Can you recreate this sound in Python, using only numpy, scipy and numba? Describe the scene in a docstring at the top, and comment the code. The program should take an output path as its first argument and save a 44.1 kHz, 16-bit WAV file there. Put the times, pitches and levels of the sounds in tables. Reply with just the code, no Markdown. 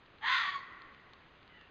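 """A red fox gives one harsh alarm bark on a lawn at the edge of a wood.
Its vocal folds flap unevenly, rising and falling in rate, and ring the throat; the rasp settles
into a short, clearer yelp as the jaw partly closes. A nearby surface slaps the bark back and the
trees add a long wash and a soft echo. Behind it are quiet outdoor air, a few dry ticks and one
faint far-off call."""
import sys
import numpy as np
from scipy import signal
from scipy.fft import rfft, irfft
from scipy.io import wavfile
from scipy.ndimage import uniform_filter1d, map_coordinates
from numba import njit

SR = 44100
rng = np.random.default_rng(int(sys.argv[2]) if len(sys.argv) > 2 else 0)


def master(y):
    """Save y as 16-bit WAV."""
    cut = np.clip(np.atleast_2d(y).T, -1, 1)
    pcm = np.round(cut * 32767)  # scale
    wavfile.write(sys.argv[1], SR, pcm.astype(np.int16))


N = 74970

# colour of the air bed: frequency_hz, relative_db
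AIR_SPECTRUM = [(25, -2.5), (80, 1.5), (160, -2), (400, -2.5), (650, -6.5), (1300, -3.5), (2000, -8),
                (3000, -10), (4000, -15), (5000, -24), (6500, -31.5), (8200, -50.5), (15000, -39)]
# cues for the dry ticks: start_s, peak_db
TICK_CUES = [(0.061, -50), (0.185, -47.5), (0.819, -42.5), (0.9397, -51), (0.9474, -47), (1.1345, -41),
             (1.1379, -52.5), (1.142, -60), (1.4297, -49), (1.4772, -50), (1.612, -46.5)]
# woody body of a tick: centre_hz, width_hz, relative_db
TICK_RESONANCES = [(2310, 1500, 7), (3850, 1500, 3)]
# contour of the far call: time_s, pitch_hz, level_db
FAR_CALL_CONTOUR = [(1.44, 1000, -90), (1.505, 1005, -70.5), (1.57, 940, -66.5), (1.63, 929, -68),
                    (1.69, 894, -77)]
# reverb bands of the wood: centre_hz, relative_density_db, t60_s
WOOD_BANDS = [(600, -25, 0.92), (1161, -14, 1.74), (1910, -14, 1.84), (3240, -15, 0.64), (5500, -8, 0.49)]
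# the fox's effort: time_s, jaw_opening (0-1), flap_rate_hz
JAW_AND_FOLDS = [(0.21, 0.2, 400.6), (0.275, 0.53, 523.7), (0.345, 0.99, 517.3), (0.395, 1, 462.2),
                 (0.45, 0.59, 386.1), (0.5, 0.63, 375.7), (0.57, 0.6, 367.4)]
# throat resonances by jaw position: shut_hz, open_hz, width_hz, shut_relative_db, open_relative_db
THROAT_FORMANTS = [(915, 1107, 473, -0.5, -3.5), (1168, 1414, 322, -4, 5), (1788, 1898, 383, 4.5, 5.5),
                   (2230, 2630, 750, -16.5, -4.5), (3075, 3467, 500, -4, -0.5),
                   (3900, 3930, 830, -17.5, -7.5), (4180, 4950, 920, -21.5, -15),
                   (6400, 6150, 1530, -38, -22.5)]
# harmonics of the clear yelp, fundamental first: relative_db
YELP_PARTIALS = [-4.5, -19, -25, -23.5, -37.5, -39]
# shape of the bark: time_s, rasp_db, yelp_db, yelp_pitch_hz, roughness (0-1)
BARK_CONTOUR = [(0.207, -65.5, -68.5, 820, 0.8), (0.234, -42, -46.5, 869.2, 1),
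                (0.272, -31.5, -46, 1055, 0.97), (0.345, -29.5, -34, 1076, .35),
                (0.385, -32.5, -43.5, 1099, .7), (0.44, -36, -48, 1155, .55),
                (0.49, -37.5, -37.5, 1148, .3), (0.526, -46.5, -52, 1138, .45),
                (0.545, -45, -40.5, 1128, .25), (0.564, -54, -37.5, 1107, 0.4),
                (0.576, -66.5, -47, 1092, 0.7), (0.62, -74, -61.5, 990.4, .8)]
# harmonics of the far call, fundamental first: relative_db
FAR_PARTIALS = [-14, 0.5, -1, -14]
# bands delayed to smear the pulses: centre_hz
SMEAR_BANDS = [1507, 2285, 3290, 4370]

AIR_DB, AIR_SWELL_DB = -61.5, 1.5
TICK_DECAY_S, TICK_CRUMBLE_DB, TICK_TOP_HZ = 0.0012, -10, 4500
FAR_WAVER, FAR_SEND_DB = .04, 7.5
WOOD_BUILD_S, NEAR_DB, NEAR_DECAY_S = 0.042, -11, 0.02
ECHO_S, ECHO_SPREAD_S, ECHO_DENSITY_DB, ECHO_HZ = 0.406, 0.045, -27, 1570
SLAP_S, SLAP_DB = .0357, -11
FLAP_JITTER, FLAP_SCATTER_DB, PUFF_DB, PUFF_DECAY_CYCLES = .08, 2.4, -1.5, 0.46
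RATTLE_HZ, RATTLE_DB = 168.4, 0.65
THROAT_LOW_CUT_HZ, THROAT_LEAK_DB = 704, -47
YELP_JITTER, YELP_JITTER_HZ, YELP_SHIMMER_DB = .036, 600, 4
NOTCH_HZ, NOTCH_WIDTH_HZ, DULL_HZ, TOP_HZ = 5517, 810, 6920, 13000


def amp(db):
    """Decibels to gain."""
    return 10 ** (np.asarray(db) / 20)


def unit(x):
    """Scale to rms 1."""
    return x / np.sqrt(np.mean(x ** 2))


def curves(table):
    """One automation curve per column, ramping between the times in the first."""
    times, *columns = np.array(table, float).T
    return [np.interp(np.arange(N) / SR, times, column) for column in columns]


def gate(table):
    """Open from the first to the last time of a table, with soft edges."""
    t = np.arange(N) / SR
    return uniform_filter1d(1. * ((t > table[0][0]) & (t < table[-1][0])), size=300)


def wander(hz):
    """Smooth random modulation of rms 1."""
    steps = np.arange(N) / SR * hz
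    return unit(map_coordinates(rng.standard_normal(4096), [steps], order=3, mode="wrap"))


@njit
def svf(x, hz, width):
    """State-variable band-pass whose centre may sweep; gain 1 at the centre."""
    y, band_state, low_state = np.empty(len(x)), 0., 0.
    for i in range(len(x)):
        g, damping = np.tan(np.pi * hz[i] / SR), width / hz[i]
        v = (band_state + g * (x[i] + 1e-18 - low_state)) / (1 + g * (g + damping))
        band_state, low_state = 2 * v - band_state, low_state + 2 * g * v
        y[i] = damping * v
    return y


def resonate(x, hz, width_hz):
    """One resonance, steady or swept."""
    return svf(x, hz * np.ones(N), float(width_hz))


def band(x, hz, width_hz):
    """A resonance applied twice, for steep skirts."""
    return resonate(resonate(x, hz, width_hz), hz, width_hz)


def cut(x, hz, kind, order):
    """Butterworth high- or low-pass."""
    return signal.sosfilt(signal.butter(order, hz, kind, fs=SR, output="sos"), x)


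def partials(hz, levels_db):
    """Harmonics on a moving pitch, at rms 1."""
    phase = 2 * np.pi * np.cumsum(hz) / SR
    return unit(sum(amp(db) * np.sin((k + 1) * phase) for k, db in enumerate(levels_db)))


def outdoor_air():
    """A soft, slowly swelling bed of distant leaves and rumble."""
    hz, db = np.array(AIR_SPECTRUM).T
    colour = amp(np.interp(np.log(np.fft.rfftfreq(N, 1 / SR) + 1), np.log(hz), db))
    bed = unit(irfft(rfft(rng.standard_normal(N)) * colour, N))
    return bed * amp(AIR_DB + AIR_SWELL_DB * wander(hz=1.95))


def ticks():
    """Tiny dry snaps up close: a click and a short crumble ring two woody resonances."""
    t, out = np.arange(N) / SR, np.zeros(N)
    for start, peak_db in TICK_CUES:
        decay = (t >= start) * np.exp(-np.abs(t - start) / TICK_DECAY_S)
        push = amp(TICK_CRUMBLE_DB) * rng.standard_normal(N) * decay
        push[int(start * SR)] += 1  # the click
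        snap = sum(amp(db) * resonate(push, hz, width) for hz, width, db in TICK_RESONANCES)
        snap = cut(snap, TICK_TOP_HZ, "low", order=5)
        out += amp(peak_db) * snap / np.abs(snap).max()
    return out


def far_call():
    """A faint falling cry from deep in the trees, probably a bird."""
    hz, db = curves(FAR_CALL_CONTOUR)
    cry = partials(hz * (1 + FAR_WAVER * wander(hz=293.7)), FAR_PARTIALS)
    return cry * amp(db) * gate(FAR_CALL_CONTOUR)


def wood_reverb(x):
    """Quick scatter off ground and near trunks, a long wash from the wood, a soft tree-line echo."""
    t = np.arange(N) / SR
    unit_energy = lambda h: unit(h) / np.sqrt(N)
    scatter = band(rng.standard_normal(N), hz=1900, width_hz=7700) * np.exp(-t / NEAR_DECAY_S)
    response = amp(NEAR_DB) * unit_energy(scatter)
    bloom = 1 - np.exp(-t / WOOD_BUILD_S)
    for hz, db, t60 in WOOD_BANDS:
        wash = band(rng.standard_normal(N), hz, hz / 2) * amp(-60 * t / t60) * bloom
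        response += amp(db) * unit_energy(wash) * np.sqrt(hz / SR)
    echo_swell = np.exp(-.5 * ((t - ECHO_S) / ECHO_SPREAD_S) ** 2)
    echo = band(rng.standard_normal(N), ECHO_HZ, ECHO_HZ) * echo_swell
    response += amp(ECHO_DENSITY_DB) * unit_energy(echo) * np.sqrt(2 * ECHO_HZ / SR)
    return signal.fftconvolve(x, response)[:N]


def slapback(x):
    """One distinct early reflection off a nearby hard surface."""
    return amp(SLAP_DB) * np.interp(np.arange(N) - SLAP_S * SR, np.arange(N), x, left=0)


def smear(buzz):
    """Each flap is smeared, as by ground and grass, so the rasp sounds less pulsed."""
    for hz in SMEAR_BANDS:
        buzz = buzz - 2 * resonate(buzz, hz, width_hz=413)  # all-pass
    return buzz


def vocal_folds(flap_hz, roughness):
    """Uneven flaps of the folds, each trailing a puff of turbulent air."""
    uneven_hz = flap_hz * np.exp(FLAP_JITTER * roughness * wander(flap_hz.mean()))
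    cycles = np.cumsum(uneven_hz) / SR
    flaps = np.diff(np.floor(cycles), prepend=0) * amp(FLAP_SCATTER_DB * rng.standard_normal(N))
    puffs = np.exp(-(cycles % 1) / PUFF_DECAY_CYCLES) * rng.standard_normal(N)
    buzz = unit(flaps) + amp(PUFF_DB) * np.sqrt(roughness) * unit(puffs)
    return buzz * amp(RATTLE_DB * wander(RATTLE_HZ))


def throat(buzz, jaw):
    """The buzz rings formants that the jaw retunes."""
    voice = amp(THROAT_LEAK_DB) * buzz
    for k, (shut_hz, open_hz, width, shut_db, open_db) in enumerate(THROAT_FORMANTS):
        ring = band(buzz, shut_hz + (open_hz - shut_hz) * jaw, width)
        voice += (-1) ** k * amp(shut_db + (open_db - shut_db) * jaw) * ring
    voice = cut(voice, THROAT_LOW_CUT_HZ, "high", order=6)
    return voice / np.sqrt(uniform_filter1d(voice ** 2, size=1000))  # ride the level to rms 1


def fox_bark():
    """A throaty rasp, with a clear yelp showing through wherever the folds vibrate evenly."""
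    rasp_db, yelp_db, pitch_hz, roughness = curves(BARK_CONTOUR)
    jaw, flap_hz = curves(JAW_AND_FOLDS)
    yelp = partials(pitch_hz * (1 + YELP_JITTER * roughness * wander(YELP_JITTER_HZ)), YELP_PARTIALS)
    yelp *= amp(yelp_db + YELP_SHIMMER_DB * roughness * wander(RATTLE_HZ))
    rasp = amp(rasp_db) * throat(smear(vocal_folds(flap_hz, roughness)), jaw)
    return (rasp + yelp) * gate(BARK_CONTOUR)


def scene():
    """The fox up front with its echoes; behind it the far call, sent harder to the reverb, ticks, air."""
    bark, far = fox_bark(), far_call()
    reverb = wood_reverb(bark + amp(FAR_SEND_DB) * far)
    return (bark + slapback(bark) + far + reverb + ticks() + outdoor_air())[None]


def record(dry):
    """Master EQ: a deep narrow notch in the treble, a dull top and a steep final low-pass."""
    x = dry[0]
    for _ in range(2):
        x = x - resonate(x, NOTCH_HZ, NOTCH_WIDTH_HZ)
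    x = cut(x, DULL_HZ, "low", order=3)
    return signal.sosfilt(signal.ellip(8, .2, 70, TOP_HZ, fs=SR, output="sos"), x)[None]


dry = scene()
out = record(dry)
master(out)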